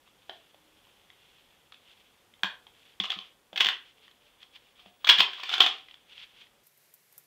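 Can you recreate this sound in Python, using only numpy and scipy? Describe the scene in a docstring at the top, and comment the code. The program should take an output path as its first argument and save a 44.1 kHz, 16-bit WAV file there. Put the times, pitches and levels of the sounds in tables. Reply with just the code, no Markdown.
"""Plastic cases on a desk

Small plastic cosmetic cases are picked up, knocked together and dropped on a desk in a small furnished bedroom.
Impacts are noise bursts with damped modes and room decay; rustling hands and cloth are grainy, filtered noise.
A small microphone with a sharp presence peak adds its hiss; faint short tones pass beneath.
Near the end the rustle stops, the background turns thinner and brighter, and a few very high ticks sound."""
import sys
import numpy as np
from scipy import signal
from scipy.fft import rfft, irfft, next_fast_len
from scipy.io import wavfile
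from scipy.ndimage import uniform_filter1d, minimum_filter1d, map_coordinates

SR = 44100
rng = np.random.default_rng(int(sys.argv[2]) if len(sys.argv) > 2 else 0)


def digitize_waveform(pressure):
    """Quantize a signal to 16-bit integers and store it at the path in sys.argv[1].

    Rows of a 2-D input are taken as channels; values are limited to [-1, 1].
    """
    field = np.atleast_2d(pressure).T
    bounded = np.clip(field, -1, 1)
    quanta = np.round(bounded * 32767).astype(np.int16)
    wavfile.write(sys.argv[1], SR, quanta)


N = 320166  # length in samples

# Background spectra before and after the switch, relative levels: frequency_hz, density_db (per Hz)
AIR_SPECTRUM = [(15, -37.5), (25, -5), (363, -5.5), (560, -3), (641, -10), (714, -5), (2050, -11.5),
                (2910, -15), (14800, -21), (16000, -34.5)]
THIN_SPECTRUM = [(25, -34.5), (140, 0.5), (250, -10.5), (400, -3.5), (1300, -8.5), (2100, -4), (3000, -7.5),
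                 (9000, -10.5), (12800, -5.5), (15000, -12), (16000, -16.5)]
# Strokes of the rummaging hands: peak_s, peak_db, swell_s (time for the last 10 dB of rise)
HAND_STROKES = [(.08, -64, .03), (0.361, -63.5, 0.26), (.86, -65.5, 0.2), (1.32, -63, .4), (1.91, -60, .11),
                (2.04, -67, 0.28), (2.86, -61, 0.15), (3.14, -46, 0.0261), (3.25, -54, 0.05),
                (3.63, -35.5, 0.025), (3.72, -44.5, 0.0334), (3.88, -56.5, 0.05), (4.05, -57.5, .05),
                (4.27, -64, 0.12), (4.425, -50, 0.0151), (4.56, -46.5, 0.013), (4.65, -66, 0.2),
                (4.801, -56, 0.03), (4.86, -61, 0.07), (5.15, -35, 0.04), (5.35, -45, 0.1041),
                (5.46, -44, 0.0655), (5.53, -31, 0.05), (5.65, -35, 0.087), (5.9, -61.5, .1),
                (6.1, -56.5, .014), (6.135, -51, 0.0346), (6.2, -48, 0.0453), (6.235, -48, .02),
                (6.29, -63.5, 0.13), (6.38, -58.5, 0.08), (6.418, -50.5, 0.03)]
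# Colour of the rustle as the microphone hears it, relative levels: frequency_hz, level_db
RUSTLE_COLOUR = [(200, -39), (1000, -20), (2000, -10), (2700, -3.5), (3400, 0), (3900, -11), (4600, -16),
                 (6300, -27), (11000, -45.5)]
# Light fingertip taps on the cases, before blow colour: start_s, level_db, case_hz, case_db (re level_db)
FINGER_TAPS = [(0.075, -39, 1120, -7), (0.5446, -40, 610, 6), (0.8692, -42, 940, -2),
               (1.1014, -32, 2000, -8.5), (1.722, -25.5, 1240, -8), (1.7419, -31.5, 1200, -15),
               (1.8956, -39, 1900, -30), (2.3372, -37, 2100, -7.5), (2.393, -41, 2010, -15),
               (2.6675, -30.5, 870, -7), (4.0795, -31, 1860, -7), (4.1121, -34, 2140, -26),
               (4.4029, -38, 2120, -19), (4.4287, -25, 1990, -27), (4.5595, -28.5, 1920, -14),
               (4.793, -37, 1160, -4), (5.885, -32.5, 2040, -3.5), (5.9105, -29, 2044, -20.5),
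               (5.9414, -28.5, 984, -19), (6.1784, -27.5, 2270, -32), (6.4681, -40, 1950, -4)]
# Cases hitting each other and the desk, before blow colour:
# start_s, level_db, chatter_s (60 dB decay), case_hz, case_db (re level_db)
CASE_KNOCKS = [(0.2948, -25.5, .025, 660, 5.5), (2.4332, 1.5, .01, 1606, -8.5),
               (2.4437, -14, .012, 1020, -0.5), (3.0003, -8, .013, 3400, -4), (3.037, -16, .023, 2900, -4),
               (3.0422, -20.5, .036, 1150, 2.5), (3.054, -18, .02, 2980, -7),
               (3.0977, -18.5, 0.036, 1750, -9), (3.1029, -11, .02, 3200, -7),
               (3.1181, -12.5, .022, 1730, -15), (3.127, -28, .02, 1250, 6.5),
               (3.1883, -15, .012, 1780, -33), (3.5297, -31, .025, 556, 9.5), (3.5592, -18, .037, 3350, -6),
               (3.5748, -10, .032, 2050, -10), (3.6013, -8, .048, 1700, -11), (3.6058, -1, .02, 2050, -10),
               (3.6145, -7, .02, 2090, -14), (3.6456, -8, .03, 3400, -8), (3.6584, -4, .011, 1930, -10.5),
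               (3.6664, -10.5, .036, 1760, -5), (3.686, -5, .022, 1866, -6.5), (4.8594, -39, .018, 654, 7),
               (5.0444, -15, .035, 1120, -1), (5.07, -9.5, .06, 1480, -2), (5.0895, 5.5, .023, 1300, -24),
               (5.0947, 6, .03, 1640, -8.5), (5.1032, -6.5, .029, 1460, -24), (5.114, -7, .02, 1760, -12),
               (5.1819, -9.5, .044, 1710, -4), (5.1937, -5.5, .029, 1780, -25),
               (5.2028, 2.5, .031, 1020, -9), (5.3327, -24, .035, 1580, -3), (5.3815, -29, .013, 1080, -1),
               (5.397, -24.5, .034, 1060, -1), (5.4331, -14, .026, 1002, -9), (5.4911, -16, .04, 1340, -6),
               (5.5144, -19, .03, 760, -3.5), (5.5366, -9.5, .052, 1420, -2.5), (5.58, -11, .02, 1370, -5),
               (5.6015, -8, .015, 4200, -2), (5.604, 5.5, .026, 1170, -18), (5.6168, -5, .029, 1400, -5.5),
               (5.627, -6, .02, 3130, -12), (5.6394, -12.5, .028, 750, -2.5), (5.662, -6.5, .032, 1220, -5)]
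# Hardness and weight of each handful, in force from start_s until the next row:
# start_s, edge_db (added treble), body_db (gain of the crack's low part), tray_db (re knock level)
HANDFUL_TRAITS = [(0, -4, 4, -11), (2.4, 9, 1, -30.5), (2.9, -12, -9, -22), (3.5, 8, 0, -22),
                  (5, 8.5, 0.5, -26), (5.3, 6, -2, -18)]
# Modes of the tray that holds the cases: frequency_hz, level_db, t60_s
TRAY_MODES = [(400, 5, 0.022), (763.3, -4, 0.066), (1070, 0, .03)]
# Reverberation time of the room: frequency_hz, t60_s
ROOM_DECAY = [(150, 0.4), (1000, 0.32), (2800, .29), (7300, 0.22), (14000, 0.13)]
# Colour of a blow as the microphone hears it: frequency_hz, gain_db
BLOW_COLOUR = [(60, -39), (250, -24.5), (750, -8), (1400, -6.5), (2200, -4.5), (3400, 3), (3900, -10),
               (4600, -18), (6300, -32), (8700, -48.5), (11000, -58.5), (14500, -53.5), (16000, -50.5)]
# Faint short tones: start_s, length_s, pitch_hz, level_db
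FAINT_TONES = [(.5, .3, 310, -71), (3.92, .2, 445, -72), (4.2, .1, 590, -72), (4.8, .17, 720, -68)]
# Weight landing on the desk top: start_s, level_db
DESK_THUDS = [(2.436, -40), (3.001, -39.5), (3.164, -48), (3.531, -55.5), (3.601, -52), (3.66, -49.5),
              (4.86, -56.5), (5.187, -41.5)]
# Modes of the desk top: frequency_hz, level_db, t60_s
DESK_MODES = [(193.8, 3.5, .13), (110, -11.5, 0.12), (310, 3.5, 0.043)]
# Very high ticks, before tick colour: start_s, level_db
HIGH_TICKS = [(6.6686, -39), (6.7751, -46), (6.9397, -35), (7.126, -43), (7.1797, -31), (7.2379, -49)]
# Colour of the high ticks: frequency_hz, gain_db
TICK_COLOUR = [(290, -35), (500, -25), (1400, -20), (1820, -38), (4730, -25), (11300, -11), (14200, -3.5),
               (16000, -22.5)]

AIR_DB, THIN_DB = -67, -66  # mean background levels
SWITCH_S = 6.634  # the background changes colour and the rustle stops
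FADE_OVER_SWELL, RESTING_DB = 0.94, -76  # a stroke fades about as fast as it swells; hands at rest still stir
BODY_HZ = 2500  # the low part of a crack lies under this
CASE_T60_S, CASE_RISE_S = .013, 0.0003  # the rise also applies to the tray
KNOCK_ROOM_DB = -5.5
# Fingertips are soft and sound nearer, with less room; taps hardly move the tray
TAP_CHATTER_S, TAP_EDGE_DB, TAP_BODY_DB, TAP_TRAY_DB, TAP_ROOM_DB = .012, -1, -3, -30, -8
TOP_HZ = 15700  # band limit


def amp(db):
    """Decibel law: the amplitude ratio of a level."""
    return 10 ** (np.asarray(db) / 20)


def unit(x):
    """RMS normalisation: a signal is scaled to unit mean power."""
    return x / np.sqrt(np.mean(x ** 2) + 1e-20)


def along(points, hz):
    """Interpolation on a logarithmic frequency axis through (Hz, value) points."""
    f, v = np.transpose(points)
    return np.interp(np.log(hz + 1), np.log(f + 1), v)


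def wobble(rate):
    """Band-limited random modulation: a smooth curve through rate random knots a second."""
    knots = rng.standard_normal(int(N * rate / SR) + 4)
    return map_coordinates(knots, [np.arange(N) * rate / SR])


def coloured(x, points):
    """Minimum-phase filtering: the folded cepstrum gives a causal filter with the gain of (Hz, dB) points."""
    size = 4096
    gain = amp(along(points, np.fft.rfftfreq(size, 1 / SR)))
    cepstrum = irfft(np.log(gain + 1e-6))
    cepstrum[1:size // 2] *= 2
    cepstrum[size // 2 + 1:] = 0
    response = irfft(np.exp(rfft(cepstrum)))
    return signal.fftconvolve(x, response)[:len(x)]


def ring(t, hz, t60):
    """Damped harmonic oscillation: a mode that dies 60 dB in t60."""
    return np.sin(2 * np.pi * hz * t) * amp(-60 * t / t60)


def background():
    """Stationary noise: room air and microphone hiss drift in level, and their spectrum switches at once."""
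    air = unit(coloured(rng.standard_normal(N), AIR_SPECTRUM))
    thin = unit(coloured(rng.standard_normal(N), THIN_SPECTRUM))
    first = amp(AIR_DB + 1.0 * wobble(1.1)) * air
    last = amp(THIN_DB + .8 * wobble(12)) * thin
    return np.where(np.arange(N) < SWITCH_S * SR, first, last)


def hands():
    """Sliding friction: skin, cloth and plastic give noise roughened by dense grains, in swelling strokes."""
    t = np.arange(N) / SR
    power = amp(RESTING_DB) ** 2
    for peak_s, peak_db, swell_s in HAND_STROKES:
        distance = np.maximum(peak_s - t, (t - peak_s) / FADE_OVER_SWELL)
        power = power + amp(peak_db - 10 * distance / swell_s) ** 2
    grain_here = rng.random(N) < 1500 / SR  # about 1500 grains a second
    grains = grain_here * amp(2 * rng.exponential(size=N)) * rng.standard_normal(N)
    friction = rng.standard_normal(N) + .7 * unit(grains)
    rustle = unit(coloured(friction, RUSTLE_COLOUR))
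    flutter = amp(1.5 * wobble(70))
    return np.sqrt(power) * flutter * rustle * (t < SWITCH_S)


def room_tail(length):
    """Diffuse reverberation: noise of unit energy in which each frequency decays at its own speed."""
    hz, t, z = signal.stft(rng.standard_normal(length), SR, nperseg=256)
    decay = amp(-60 * t / along(ROOM_DECAY, hz)[:, None])
    h = signal.istft(z * decay, SR, nperseg=256)[1]
    return h / np.linalg.norm(h)


def contact(t, chatter_s, case_hz, case_db, edge_db, body_db, tray_db):
    """Impact excitation: a brief chatter of noise sounds with the hollow modes of case and tray."""
    shape = amp(-60 * t / np.clip(chatter_s, .003, .2)) * (1 - np.exp(-t / 0.0013))
    # Uneven micro-bounces: a new random level every 40 samples
    bounce = amp(5 * rng.standard_normal(len(t) // 40 + 1)).repeat(40)[:len(t)]
    crack = np.diff(rng.standard_normal(len(t) + 1)) * shape * bounce
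    # Strength is judged below the far treble
    crack = crack / np.linalg.norm(uniform_filter1d(crack, size=6)) * np.linalg.norm(shape)
    low_pass = signal.butter(2, BODY_HZ, fs=SR, output='sos')
    crack = crack + (amp(body_db) - 1) * signal.sosfiltfilt(low_pass, crack)  # light things crack thinly
    edge = np.diff(rng.standard_normal(len(t) + 3), 3) * shape  # harder corners add treble
    tray = sum(amp(db + rng.normal(0, 2)) * ring(t, hz, t60) for hz, db, t60 in TRAY_MODES)
    case = ring(t, case_hz, CASE_T60_S) + .35 * ring(t, case_hz * .6, CASE_T60_S)  # weaker lower tone
    hollow = (amp(case_db) * case + amp(tray_db) * tray) * (1 - np.exp(-t / CASE_RISE_S))
    return crack + hollow + amp(edge_db) * edge


def knocks():
    """Superposition of direct sound and reverberation: every tap and knock draws a new room response."""
    out, t = np.zeros(N + SR), np.arange(SR // 5) / SR
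    contacts = []
    for s, db, case_hz, case_db in FINGER_TAPS:
        traits = (TAP_EDGE_DB, TAP_BODY_DB, TAP_TRAY_DB)
        contacts.append((s, db, TAP_ROOM_DB, (TAP_CHATTER_S, case_hz, case_db, *traits)))
    for s, db, chatter_s, case_hz, case_db in CASE_KNOCKS:
        traits = [rest for start_s, *rest in HANDFUL_TRAITS if start_s <= s][-1]
        contacts.append((s, db, KNOCK_ROOM_DB, (chatter_s, case_hz, case_db, *traits)))
    for s, db, room_db, settings in contacts:
        hit = amp(db) * contact(t, *settings)
        wet = amp(room_db) * signal.fftconvolve(hit, room_tail(SR // 3))
        i = round(s * SR)
        out[i:i + len(hit)] += hit
        out[i + 250:i + 250 + len(wet)] += wet  # the first walls answer after a few ms
    return coloured(out[:N], BLOW_COLOUR)


def tones():
    """Amplitude-modulated sinusoids: faint tones of steady pitch swell and fade."""
    t, out = np.arange(N) / SR, np.zeros(N)
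    for s, length, hz, db in FAINT_TONES:
        swell = np.sin(np.pi * np.clip((t - s) / length, 0, 1)) ** .5
        out += amp(db) * swell * np.sin(2 * np.pi * hz * t)
    return out


def desk():
    """Modal vibration: landing weight makes the desk top boom softly in its lowest modes."""
    out, t = np.zeros(N + SR), np.arange(SR // 4) / SR
    for s, db in DESK_THUDS:
        boom = sum(amp(level) * ring(t, hz, t60) for hz, level, t60 in DESK_MODES)
        out[round(s * SR):][:len(t)] += amp(db) * boom * (1 - np.exp(-t / 0.003))
    return out[:N]


def ticks():
    """Two-stage exponential decay: short bright noise bursts, each with a weaker, longer tail."""
    out, t = np.zeros(N + SR), np.arange(SR // 8) / SR
    for s, db in HIGH_TICKS:
        shape = amp(-60 * t / 0.011) + amp(-4 - 60 * t / 0.073)
        out[round(s * SR):][:len(t)] += amp(db) * shape * rng.standard_normal(len(t))
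    return coloured(out[:N], TICK_COLOUR)


def scene():
    """Linear superposition: all sources add into one channel."""
    return (background() + hands() + knocks() + tones() + desk() + ticks())[None]


def record(dry):
    """Peak limiting and band limitation: a quick gain dip holds peaks to full scale, then the top is cut."""
    needed = 1 / np.maximum(np.abs(dry), 1)
    gain = uniform_filter1d(minimum_filter1d(needed, size=129), size=128)
    m = next_fast_len(N + SR // 2)
    in_band = np.fft.rfftfreq(m, 1 / SR) < TOP_HZ
    return irfft(rfft(dry * gain, m) * in_band, m)[:, :N]


dry = scene()
out = record(dry)
digitize_waveform(out)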